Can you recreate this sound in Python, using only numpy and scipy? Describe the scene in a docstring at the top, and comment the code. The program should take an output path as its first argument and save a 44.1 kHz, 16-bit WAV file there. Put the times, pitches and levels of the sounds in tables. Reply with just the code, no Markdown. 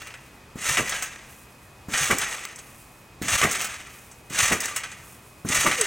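"""Five bounces on a garden trampoline

Feet slap the mat a few metres away, and the springs creak as their hooks stick and slip under load.
The frame clanks on each rebound; the unloaded springs jangle and clink while the jumper is in the air.
Fabric rustles, trees echo faintly, and two thin whistles sound over the garden air and a quiet hum."""
import sys
import numpy as np
from scipy import signal
from scipy.fft import rfft, irfft
from scipy.io import wavfile
from scipy.ndimage import uniform_filter1d

SR = 44100
rng = np.random.default_rng(int(sys.argv[2]) if len(sys.argv) > 2 else 0)


def generate_wav(sig):
    """Save sig (samples, or channels by samples) to the path in sys.argv[1] as 16-bit PCM at SR."""
    pcm = np.round(np.clip(np.atleast_2d(sig).T, -1, 1) * 32767).astype(np.int16)
    wavfile.write(sys.argv[1], SR, pcm)


N = 258426
TIME = np.arange(N) / SR
EARLIER_REBOUND_S = -0.35  # the jumper is already in the air at the start

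# Levels in all tables are relative.
# the mat sinking: touchdown_s, creak_db, slack_lasts_s, deepest_after_s, boom_db
LANDINGS = [(0.558, -2.5, .085, .15, -34.5), (1.883, -1.5, 0.05, 0.14, -33.5), (3.212, 1, .07, .13, -29),
            (4.296, 1, .092, 0.137, -34), (5.449, 2, 0.052, 0.14, -34.5)]
# the mat whipping back: time_s, clank_db, clank_fall_s, thud_db, thud_lag_s, jangle_db, swing_period_s
REBOUNDS = [(0.777, -16, 0.024, -27.5, 0.023, -1, 0.16), (2.112, -10, 0.015, -24, 0.0076, .5, 0.11),
            (3.433, -11, 0.028, -23.5, 0.017, 1, 0.1), (4.522, -14.5, 0.021, -24.5, .005, -2, 0.128),
            (5.666, -11, 0.019, -24, 0.0023, 1.5, 0.17)]
# spectra of a coil, a hook's snap and its topmost sparkle: frequency_hz, level_db
COIL_SPECTRUM = [(100, -11), (300, -15.5), (600, -6), (950, -6.5), (1200, -3), (1500, -3), (1900, 0.5),
                 (2500, -2.5), (3200, -3), (4200, -10.5), (6000, -9.5), (12000, -49)]
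SNAP_SPECTRUM = [(1500, -41), (3500, -13), (4700, -2.5), (5600, 6), (8000, 9), (9500, 3), (11000, -8),
                 (15500, -27)]
SPARKLE_SPECTRUM = [(6000, -36), (9000, -11), (10500, -3), (15500, 11)]


def amp(db):
    """Decibels to amplitude ratio."""
    return 10 ** (np.asarray(db) / 20)


def unit(x):
    """Normalisation to rms 1."""
    return x / np.sqrt(np.mean(x ** 2))


def norm(x):
    """Normalisation to energy 1."""
    return x / np.sqrt(np.sum(x ** 2))


def even(x, window_s):
    """Envelope flattening: short-term rms is held at 1, finer grain remains."""
    return x / np.sqrt(uniform_filter1d(x ** 2, int(window_s * SR)) + 1e-12)


def gains(spectrum, size):
    """Log-frequency interpolation of (frequency_hz, level_db) points to a gain per bin."""
    hz, db = np.transpose(spectrum)
    bin_hz = np.arange(size // 2 + 1) * SR / size
    return amp(np.interp(np.log(bin_hz + 1), np.log(hz + 1), db))


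def response(spectrum, size=4096):
    """Minimum-phase impulse response of a spectrum, energy 1."""
    cepstrum = irfft(np.log(gains(spectrum, size)))
    cepstrum[1:size // 2] *= 2
    cepstrum[size // 2 + 1:] = 0
    return norm(irfft(np.exp(rfft(cepstrum))))


def through(x, *responses):
    """Convolution with each impulse response in turn."""
    for h in responses:
        x = signal.fftconvolve(x, h)[:len(x)]
    return x


def ring(modes):
    """Free decay of damped modes (frequency_hz, level_db, t60_s), energy 1."""
    t = TIME[:SR // 2]
    return norm(sum(amp(db - 60 * t / t60) * np.sin(2 * np.pi * hz * t + rng.uniform(0, 2 * np.pi))
                    for hz, db, t60 in modes))


def tone(hz):
    """Sinusoid of rms 1 whose phase is the integral of frequency."""
    return np.sqrt(2) * np.sin(2 * np.pi * np.cumsum(hz) / SR)


def walk(rate_hz):
    """Smooth random modulation, rms 1."""
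    hold = max(int(SR / rate_hz), 2)
    steps = np.repeat(rng.standard_normal(N // hold + 1), hold)
    return unit(uniform_filter1d(steps, hold)[:N])


def slips(rate_hz, spread_db):
    """Stick-slip friction as a Poisson train of unequal clicks, rms 1."""
    size = amp(spread_db * np.minimum(rng.standard_exponential(N), 4))
    return unit((rng.random(N) < rate_hz / SR) * size * rng.choice([-1, 1], N))


def swell(peak_s, rise_s, fall_s, start=0.23):
    """Envelope with a jolt, a linear rise and an exponential decay."""
    t = TIME - peak_s
    rise = 1 + (1 - start) * np.minimum(t, 0) / rise_s
    return (t > -rise_s) * rise * np.exp(-np.maximum(t, 0) / fall_s)


def add(track, start_s, sound):
    """Superposition of a sound on a track."""
    i = max(int(start_s * SR), 0)
    track[i:i + len(sound)] += sound[:N - i]


def garden():
    """Ambient noise: broadband outdoor air and a thin, wavering hum."""
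    # outdoor air: frequency_hz, level_db
    air_spectrum = [(15, -44), (25, -11), (59, -1.5), (127, -5.5), (180, -5.5), (301, -9.5), (531, -12),
                    (575, -12), (1230, -12.5), (1520, -17.5), (2480, -18), (2840, -22), (4610, -26),
                    (13600, -25.5), (16000, -29)]
    # tones of the hum: pitch_hz, level_db
    hum_tones = [(123.8, -60), (2519, -61.5), (5039, -77)]
    rolloff = response([(3000, 0), (7000, -0.5), (12000, -8)])
    air = through(rng.standard_normal(N), response(air_spectrum), rolloff)
    hum = sum(amp(db) * tone(hz + 4 * walk(rate_hz=25)) for hz, db in hum_tones)
    return unit(air) * amp(-50 + 0.38 * walk(rate_hz=3.46)) + amp(-1.5) * hum


def coil(low_hz, high_hz, t60_s, ring_db, count=24):
    """Impulse response of a spring: a dry tick and the close modes of its wire."""
    h = amp(ring_db) * ring([(hz, 0, t60_s) for hz in rng.uniform(low_hz, high_hz, count)])
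    h[0] += 1
    return norm(h)


def springs(low_hz, high_hz, rate_hz, t60_s, ring_db, turn_db):
    """Friction excites the modes of six springs, which take the lead at random."""
    out = 0
    for _ in range(6):
        friction = slips(rate_hz, spread_db=2.5)
        share = amp(turn_db * walk(rate_hz=35) + 3.7 * walk(rate_hz=1.48))
        out += through(friction * share, coil(low_hz, high_hz, t60_s, ring_db, count=12))
    return out


def jangle(fade_db_per_s, hold_s=0.14, depth_db=5.5, settle_s=0.16):
    """Damped oscillation of the empty mat modulates the fading envelope of loose slipping."""
    out = 0
    for s, *_, db, period_s in [(EARLIER_REBOUND_S, -1, 0.14), *REBOUNDS]:
        age = np.maximum(TIME - s, 0)
        swing_db = depth_db * np.exp(-age / settle_s) * np.cos(2 * np.pi * age / period_s)
        fade_db = fade_db_per_s * np.maximum(age - hold_s, 0)
        out += (age > 0) * amp(db + swing_db - fade_db)
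    return out


def stretch(power, contact_s=0.26, jolt=0.15, slack_db=-5):
    """Loaded slipping follows a power of the mat's half-sine sag, weaker until the slack is taken up."""
    out = 0
    for s, db, slack_s, _, _ in LANDINGS:
        age = TIME - s
        in_contact = (age > 0) * (age < contact_s)
        sag = np.abs(np.sin(np.pi * age / contact_s))
        out += in_contact * amp(db + slack_db * (age < slack_s)) * (jolt + sag) ** power
    return out


def slipping_db(load_db, power, loose_db, fade_db_per_s):
    """Power sum of the loaded and loose envelopes of the springs."""
    loaded = amp(load_db) * stretch(power)
    loose = amp(loose_db) * jangle(fade_db_per_s)
    return 20 * np.log10(np.hypot(loaded, loose) + 1e-6)


def ticks(rate_hz=45, chatter_s=0.0066):
    """Random transients: lesser hooks snap in decaying bursts of noise."""
    decay = np.exp(-TIME[:SR // 16] / chatter_s)
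    bursts = through(np.abs(slips(rate_hz, spread_db=-1)), decay) * rng.standard_normal(N)
    snap = through(bursts, response(SNAP_SPECTRUM))
    sparkle = through(bursts, response(SPARKLE_SPECTRUM))
    return amp(-14) * unit(snap + amp(-16.5) * sparkle)


def creak(bite=1.82):
    """Stick-slip friction: coils sound in the midrange, hooks scrape above; hard scraping sizzles."""
    # a hook scraping: frequency_hz, level_db
    scrape_spectrum = [(2000, -23), (3500, -4), (4800, -10.5), (5600, -5), (6400, -1.5), (7800, -4),
                       (9000, -3.5), (11000, -12), (15500, -17.5)]
    jerks_db = 1.56 * walk(rate_hz=90) + 0.71 * walk(rate_hz=21)
    body_db = slipping_db(load_db=-26.5, power=1.45, loose_db=-32, fade_db_per_s=55) + jerks_db
    scrape_db = slipping_db(load_db=-27, power=1.46, loose_db=-33.5, fade_db_per_s=65.5) + jerks_db
    coils = springs(low_hz=1097.5, high_hz=3031, rate_hz=600, t60_s=0.082, ring_db=-9, turn_db=3.5)
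    hooks = springs(low_hz=5584, high_hz=8720, rate_hz=1700, t60_s=0.094, ring_db=-8.5, turn_db=6)
    sizzle = through(slips(rate_hz=2500, spread_db=-6), response(SPARKLE_SPECTRUM))
    sizzle *= amp(bite * scrape_db - 9 + 4.2 * walk(rate_hz=41))
    body = even(through(coils, response(COIL_SPECTRUM)), window_s=0.047)
    scrape = even(through(hooks, response(scrape_spectrum)), window_s=0.03) + ticks()
    return body * amp(body_db) + scrape * amp(scrape_db) + sizzle


def clinks(detune=0.0099):
    """Impact excitation: a hook snaps over, chatters in its eye, rings and shakes its coil."""
    # the loudest snaps: start_s, snap_db, coil_db, sparkle_db, chatter_s
    hook_snaps = [(.018, -44, -29, -37, 0.0066), (.070, -33.5, -30.5, -40, 0.012),
                  (.104, -39, -32, -54, 0.011), (.140, -35.5, -30, -56, 0.0093),
                  (.771, -17.5, -12, -38, 0.0044), (.8945, -17.5, -26, -28, 0.0058),
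                  (.921, -31, -15.5, -42, 0.027), (1.024, -15, -18, -23, 0.015),
                  (1.937, -18, -11.5, -36, 0.021), (1.976, -12, -19, -33, 0.017),
                  (2.034, -23, -41, -22, 0.022), (2.184, -13, -27, -20, 0.0075),
                  (2.214, -18, -14.5, -40, 0.023), (2.4515, -25.5, -24.5, -31, 0.0037),
                  (2.559, -28.5, -50, -48, .007), (2.588, -27.5, -34, -47, 0.012),
                  (3.221, -21.5, -21.5, -28, 0.024), (3.282, -14.5, -19.5, -42, .0066),
                  (3.415, -15, -12.5, -35, 0.0045), (3.513, -13.5, -39, -22, 0.015),
                  (3.613, -18, -29, -25, 0.018), (3.644, -15, -21, -24, 0.014),
                  (3.742, -29, -28, -47, .006), (4.113, -34, -44, -57, .018), (4.299, -28, -32, -40, 0.017),
                  (4.346, -18.5, -22, -40, 0.018), (4.3895, -10, -15.5, -30, 0.0036),
                  (4.531, -16, -20, -24, 0.016), (4.604, -14, -28, -22, 0.011),
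                  (4.657, -16.5, -33, -29, .005), (4.762, -12.5, -18, -22, 0.015),
                  (4.835, -25, -19.5, -40, 0.017), (4.916, -30, -32, -62, .013),
                  (5.488, -15, -25, -35, 0.0083), (5.547, -12, -23, -35, .007),
                  (5.712, -14, -11, -35, 0.019), (5.812, -6.5, -16, -27, 0.0038)]
    # modes of a steel hook: frequency_hz, level_db, t60_s
    hook_modes = [(6270, -2, 0.036), (6480, 11, 0.072), (7340, -23, 0.13), (7800, 8, 0.057),
                  (8570, 6, 0.028), (9340, -36, 0.062)]
    snaps, sparkles, rings, coils = np.zeros((4, N))
    t = TIME[:SR // 8]
    chatter = even(slips(rate_hz=6600, spread_db=1.5), window_s=0.0069)
    for k, (s, snap_db, coil_db, sparkle_db, chatter_s) in enumerate(hook_snaps):
        burst = norm(chatter[k * len(t):(k + 1) * len(t)] * np.exp(-t / chatter_s))
        burst[0] += min(0.0015 / chatter_s, 0.6)  # a quick snap starts with a harder tick
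        steel = ring(np.array(hook_modes) * [1 + detune * rng.standard_normal(), 1, 1])
        add(snaps, s, amp(snap_db + 14) * burst)
        add(sparkles, s, amp(sparkle_db + 19.5) * burst)
        add(rings, s, amp(snap_db + 8.5) * norm(through(burst, steel)))
        add(coils, s, amp(coil_db + 16) * burst)
    wire = coil(low_hz=1082, high_hz=3053, t60_s=0.14, ring_db=-10)
    contact = through(snaps, response(SNAP_SPECTRUM)) + through(sparkles, response(SPARKLE_SPECTRUM))
    return contact + rings + through(coils, response(COIL_SPECTRUM), wire)


def rustle(delay_s=0.52, rise_s=0.1, fall_s=0.4):
    """Friction noise: fine grains of fabric swell near the top of each flight."""
    flight = sum(swell(s + delay_s, rise_s, fall_s, start=0.1) for s, *_ in REBOUNDS)
    flight += amp(-8.5) * swell(EARLIER_REBOUND_S + delay_s, rise_s, fall_s, start=0.1)
    grains = slips(rate_hz=2100, spread_db=0.5) * amp(2 * walk(rate_hz=24))
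    fabric = response([(3000, -21), (6000, -4.5), (8500, 1), (14000, -3.5), (16000, -5)])
    return amp(-52.5) * flight * through(grains, fabric)


def whistles(top_hz=2080, glide_s=0.44, length_s=0.22):
    """Frequency modulation: thin, unsteady whistles, probably a far bird, slide down and fade."""
    # faint whistles: start_s, level_db
    calls = [(.36, -63), (1.605, -61)]
    out, t = np.zeros(N), TIME[:int(length_s * SR)]
    hz = top_hz * np.exp(-t / glide_s) * (1 + 0.021 * walk(rate_hz=300)[:len(t)])
    envelope = np.minimum(t / 0.01, 1) * (1 - t / length_s)
    for s, db in calls:
        add(out, s, amp(db) * envelope * tone(hz))
    return out


def footfall(flutter_db, push_s=0.004, flutter_hz=170, flutter_s=0.046, skin_s=0.021):
    """Air displacement: a bare foot pats the mat and drives off one pulse; the cloth flutters."""
    t = TIME[:SR // 6]
    push = np.sin(np.pi * np.minimum(t / push_s, 1)) ** 4
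    backswing = 0.26 * np.sin(np.pi * np.clip(t / push_s - 0.5, 0, 1)) ** 2
    cloth = signal.butter(3, [flutter_hz / 2, flutter_hz * 2], "band", fs=SR, output="sos")
    flutter = unit(signal.sosfilt(cloth, rng.standard_normal(len(t)))) * np.exp(-t / flutter_s)
    skin = response([(200, -15), (500, 1), (1500, 4), (3000, -29), (9000, -12)])
    pat = through(rng.standard_normal(len(t)) * np.exp(-t / skin_s), skin)
    return push - backswing + amp(flutter_db - 2.5) * flutter + amp(-21) * pat


def mat(boom_s=0.018):
    """Membrane under impact: feet slap the mat, and at full stretch the taut cloth booms softly."""
    # bare feet meeting the mat: start_s, level_db, flutter_db
    footfalls = [(0.556, -23, -17), (1.884, -21.5, -12), (3.215, -19.5, -10), (4.305, -30, -6.5),
                 (5.448, -17.5, -9.5), (5.5, -18.5, -17.5)]
    slaps = np.zeros(N)
    for s, db, flutter_db in footfalls:
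        add(slaps, s, amp(db) * footfall(flutter_db))
    load = sum(amp(db) * np.exp(-((TIME - s - deepest_s) / boom_s) ** 2)
               for s, _, _, deepest_s, db in LANDINGS)
    cloth = response([(25, -14), (55, -8), (80, -7), (104, 4), (135, -1), (190, -14), (500, -36)])
    boom = load * even(through(rng.standard_normal(N), cloth), window_s=0.025)
    highpass = signal.butter(1, 55, "high", fs=SR, output="sos")
    return signal.sosfilt(highpass, slaps) + boom


def frame():
    """Tube resonance: as the mat whips level the joints shift and knock; a low thud follows."""
    # modes of the tubes: frequency_hz, bandwidth_hz, level_db
    tube_modes = [(1166, 70, -2), (1810, 110, 8), (1990, 220, 6.5), (2370, 103, 5.5), (2610, 290, -12),
                  (3760, 300, -16)]
    # spectra of the knocking joints and of the thud: frequency_hz, level_db
    clank_spectrum = [(300, -14.5), (700, -6), (980, -17.5), (1180, 5), (1450, 1.5), (1850, 4.5),
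                      (2600, 0.5), (3200, -4.5), (4500, -16.5), (7000, -9), (11000, -17), (15500, -22)]
    thud_spectrum = [(25, -12), (50, -15), (110, -2), (250, -2.5), (500, -6), (800, -9), (1300, -12),
                     (4000, -58)]
    shift = sum(amp(db) * swell(s, rise_s=0.0087, fall_s=fall_s) for s, db, fall_s, *_ in REBOUNDS)
    load = sum(amp(db) * swell(s + lag_s, rise_s=0.025, fall_s=0.026)
               for s, _, _, db, lag_s, *_ in REBOUNDS)
    tubes = ring([(hz, db, np.log(1000) / (np.pi * width_hz)) for hz, width_hz, db in tube_modes])
    knocks = slips(rate_hz=3000, spread_db=-2)
    clank = through(knocks, response(clank_spectrum)) + amp(-4) * through(knocks, tubes)
    thud = through(slips(rate_hz=1500, spread_db=1.5), response(thud_spectrum))
    return amp(-5) * shift * even(clank, window_s=0.02) + amp(1.5) * load * even(thud, window_s=0.0193)


def squeaks():
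    """Mode locking: now and then the slipping settles on one mode of a coil."""
    # squeaks of single coils: centre_s, pitch_hz, level_db, half_width_s
    coil_squeaks = [(1.952, 1820, -29, 0.0087), (4.654, 1744, -37, 0.016), (4.73, 1180, -39, 0.015),
                    (4.8, 2210, -42, 0.022)]
    out = 0
    for s, hz, db, half_width_s in coil_squeaks:
        envelope = amp(db) * np.exp(-((TIME - s) / half_width_s) ** 2)
        out += envelope * tone(hz * (1 + 0.021 * walk(rate_hz=160)))
    return out


def glide(centre_s=5.813, hz=447, fall_octaves_per_s=7, half_width_s=0.026):
    """Exponential sweep: a short, hollow, pure tone swells and slides down."""
    age = np.clip(TIME - centre_s, -4 * half_width_s, 4 * half_width_s)
    return amp(-28) * np.exp(-(age / half_width_s) ** 2) * tone(hz * 2 ** (-fall_octaves_per_s * age))


def linger(metal, low_hz=1900, high_hz=2700, t60_s=0.85):
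    """Sympathetic vibration: the whole circle of springs sings on quietly once shaken."""
    modes = [(hz, 0, t60_s) for hz in rng.uniform(low_hz, high_hz, size=200)]
    return amp(-25) * through(metal, ring(modes))


def trees(x, wet_db, t60_s=0.75, onset_s=0.045):
    """Scattering: trunks and leaves return a thin, late echo."""
    t = TIME[:SR]
    build_up = 1 - np.exp(-(t / onset_s) ** 2)
    echo = norm(rng.standard_normal(SR) * amp(-60 * t / t60_s) * build_up)
    colour = response([(100, 1.5), (500, 8.5), (2200, 3.5), (6500, -2.5), (14000, -27)])
    return amp(wet_db) * through(x, echo, colour)


def scene():
    """Mid-side stereo: the trampoline is ahead, the left leading slightly in phase; air is all around."""
    # width of the trampoline and of the air: frequency_hz, side_minus_mid_db
    trampoline_width = [(30, -22), (70, -25), (150, -18.5), (550, -13), (1100, -20), (2500, -20.5),
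                        (4400, -9.5), (8000, -33), (15000, -44)]
    air_width = [(60, -33), (110, -35), (200, -22), (400, -12.5), (1300, -11.5), (4400, -9), (8000, -26),
                 (15000, -42)]
    metal = creak() + squeaks() + frame() + clinks()
    direct = metal + linger(metal) + mat() + rustle() + glide() + whistles()
    mid = direct + trees(direct, wet_db=-23.5) + garden()
    direct_side = irfft(1j * rfft(direct) * gains(trampoline_width, N), N)
    air_side = irfft(rfft(garden()) * gains(air_width, N), N)
    side = direct_side + air_side + trees(direct, wet_db=-34.5)
    return np.array([mid + side, mid - side])


def record(dry):
    """Band limiting: a steep low-pass removes the treble above 16.1 kHz."""
    return signal.sosfilt(signal.ellip(10, 0.2, 80, 16100, fs=SR, output="sos"), dry)


dry = scene()
out = record(dry)
generate_wav(out)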